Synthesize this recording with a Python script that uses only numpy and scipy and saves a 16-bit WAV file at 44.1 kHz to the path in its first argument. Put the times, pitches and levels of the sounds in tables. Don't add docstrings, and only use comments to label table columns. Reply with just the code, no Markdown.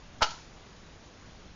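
import sys
import numpy as np
from scipy import signal
from scipy.io import wavfile
from scipy.ndimage import uniform_filter1d

SR = 44100
rng = np.random.default_rng(int(sys.argv[2]) if len(sys.argv) > 2 else 0)


def gain_from_db(level_db):
    decades = np.asarray(level_db, float) / 20
    return 10 ** decades


def put_to_file(sound):
    columns = np.atleast_2d(sound).T
    safe = np.clip(columns, -1, 1)
    whole_steps = np.round(safe * 32767)
    wavfile.write(sys.argv[1], SR, whole_steps.astype(np.int16))


N = 68355


def evened(x):
    return x / np.sqrt(np.mean(x ** 2) + 1e-20)


def read(points, hz):
    point_hz, value = np.transpose(points)
    return np.interp(np.log(hz + 1), np.log(point_hz + 1), value)


def ring(modes):
    t = np.arange(SR // 5) / SR
    tones = sum(gain_from_db(db - 60 * t / t60) * np.sin(2 * np.pi * hz * t) for hz, t60, db in modes)
    return tones / np.linalg.norm(tones)


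def high(x, hz):
    return signal.sosfilt(signal.butter(2, hz, "high", fs=SR, output="sos"), x)


def catch_knocks():
    knock_start = [.2089, .2142, .2176, .2207, .2233, .2254, .2290, .2314, .2418, .2467, .2655, .3165]
    knock_level = [-29, -28, -17.5, -13.5, -19, -13.5, -18, -18, -22, -26, -30.5, -37]
    knocks = np.zeros(N)
    knocks[np.round(np.array(knock_start) * SR).astype(int)] = gain_from_db(knock_level) * 10
    return knocks


def grit_clicks():
    stroke_time = [
        .2105,
        .2150,
        .2190,
        .2215,
        .2310,
        .2450,
        .2560,
        .2750,
    ]
    stroke_level = [-58, -42, -35.5, -23.5, -27, -32, -53, -66.5]
    grains_per_s, spread_db = 9000, 3.0
    size = gain_from_db(spread_db * rng.exponential(1, N)) * rng.choice([-1., 1.], N)
    hits = rng.random(N) < grains_per_s / SR
    pressure_db = np.interp(np.arange(N) / SR, stroke_time, stroke_level, -120, -120)
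    return evened(size * hits) * gain_from_db(pressure_db)


def box_ring(knocks, grit):
    box_pitch = [468, 600, 690, 861, 950, 1030, 1290, 1360, 1455, 1600, 2060]
    box_decay = [.06, .04, .05, .05, .05, .035, .035, .05, .04, .03, .07]
    box_level = [-16, -17.5, -6.5, -6.5, 4, -0.5, 1, 6, -1.5, -7, -3]
    contact_s, grit_db, low_hz = 0.00052, -9, 500
    touch = np.hanning(round(contact_s * SR) + 2)
    push = np.convolve(knocks + gain_from_db(grit_db) * grit, touch / touch.sum())
    box = signal.oaconvolve(push, ring(zip(box_pitch, box_decay, box_level)))[:N]
    return high(high(box, low_hz), low_hz)


def scrape(grit):
    # pitch_hz, t60_s, level_db
    shell = [(2920, 0.062, -8), (3300, 0.018, 1), (3800, 0.012, 3), (4145, 0.024, 0.5), (4640, 0.034, -5),
             (5300, 0.0067, 5.5), (6140, 0.013, -5)]
    low_hz, top_hz, raw_db = 2700, 4800, 8.5
    rasp = signal.lfilter(*signal.butter(1, top_hz, fs=SR), high(grit, low_hz))
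    return signal.oaconvolve(grit, ring(shell))[:N] + gain_from_db(raw_db) * rasp


def strike():
    grit = grit_clicks()
    return box_ring(catch_knocks(), grit) + scrape(grit)


def swell_and_fade(t, start_s, length_s):
    u = np.maximum(t - start_s, 0) / length_s
    return u * np.exp(1 - u)


def flare():
    # start_s, rise_s
    sputter_time = [
        (.305, .003),
        (.314, .003),
        (.75, .02),
        (.93, .03),
        (1.03, .02),
    ]
    sputter_level = [-40.5, -50, -59.5, -75, -55.5]
    fizz_start_s, fizz_db, fizz_t60_s, low_hz = .245, -39, 0.8, 2300
    t = np.arange(N) / SR
    level = gain_from_db(fizz_db - 60 * abs(t - fizz_start_s) / fizz_t60_s) * (t > fizz_start_s)
    for (start_s, rise_s), db in zip(sputter_time, sputter_level):
        level = level + gain_from_db(db) * swell_and_fade(t, start_s, rise_s)
    return level * high(rng.standard_normal(N), low_hz)


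def room(x):
    # pitch_hz, t60_s
    echo_decay = [(300, .2), (900, 0.45), (2500, .33), (6000, 0.41)]
    gap_s, spacing = 0.0091, 10
    taps = np.zeros(SR)
    at = np.arange(0, SR - spacing, spacing)
    taps[at + rng.integers(0, spacing, len(at))] = rng.choice([-1., 1.], len(at))
    taps *= np.arange(SR) > gap_s * SR
    hz, t, spectra = signal.stft(taps, SR, nperseg=256)
    fade = gain_from_db(-60 * t / read(echo_decay, hz)[:, None])
    tail = signal.istft(spectra * fade, SR, nperseg=256)[1]
    return signal.fftconvolve(x, tail / np.linalg.norm(tail))[:N]


def air():
    # pitch_hz, level_db (per Hz)
    noise_colour = [(12, -29.5), (20, 3.5), (165, -4), (282, -7.5), (319, -9.5), (408, -11), (439, -11),
                    (7000, -24.5), (9100, -61), (15400, -120)]
    level_db, patch_db, swell_db = -51, 1.0, .3
    frames, hz = N // 512 + 5, np.fft.rfftfreq(2048, 1 / SR)
    a, b, patches = rng.standard_normal((frames, 1025, 3)).T
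    patches = uniform_filter1d(patches, size=20, axis=0)
    patches = evened(uniform_filter1d(patches, size=6, axis=1))
    swell = evened(uniform_filter1d(rng.standard_normal(frames), size=8))
    colour_db = read(noise_colour, hz)[:, None] + patch_db * patches + swell_db * swell
    noise = signal.istft((a + 1j * b) * gain_from_db(colour_db), nperseg=2048, noverlap=1536)[1]
    return gain_from_db(level_db) * evened(noise[512:N + 512])


def scene():
    near = strike() + flare()
    echo_db = -12.5
    return (near + gain_from_db(echo_db) * room(near) + air())[None]


def preamp_bias():
    kick_s, kick_db, kick_rise_s = .2195, -24, 0.00087
    sag_s, sag_db, sag_rise_s, sag_recover_s = .2255, -30.5, 0.001, .045
    t = np.arange(N) / SR
    kick = gain_from_db(kick_db) * swell_and_fade(t, kick_s, kick_rise_s)
    late = np.maximum(t - sag_s, 0)
    sag = gain_from_db(sag_db) * (1 - np.exp(-late / sag_rise_s)) * np.exp(-late / sag_recover_s)
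    return kick - sag


def low_pass(x, hz):
    return signal.oaconvolve(x, signal.firwin(301, hz, window=("kaiser", 9), fs=SR)[None], "same")


def band_limit(x, dry):
    edge_hz, leak_hz, leak_db, gate_db = 7090, 7900, -16.5, -31
    kept, wide = low_pass(x, edge_hz), low_pass(x, leak_hz)
    power = abs(uniform_filter1d(dry ** 2, size=900, axis=1))
    gate = power ** 2 / (power ** 2 + gain_from_db(gate_db) ** 4)
    return kept + gain_from_db(leak_db) * gate * (wide - kept)


def top_cut(x):
    return signal.sosfilt(signal.butter(12, 8090, fs=SR, output="sos"), x)


def record(dry):
    mix = band_limit(dry + preamp_bias(), dry)
    return top_cut(mix)


dry = scene()
out = record(dry)
put_to_file(out)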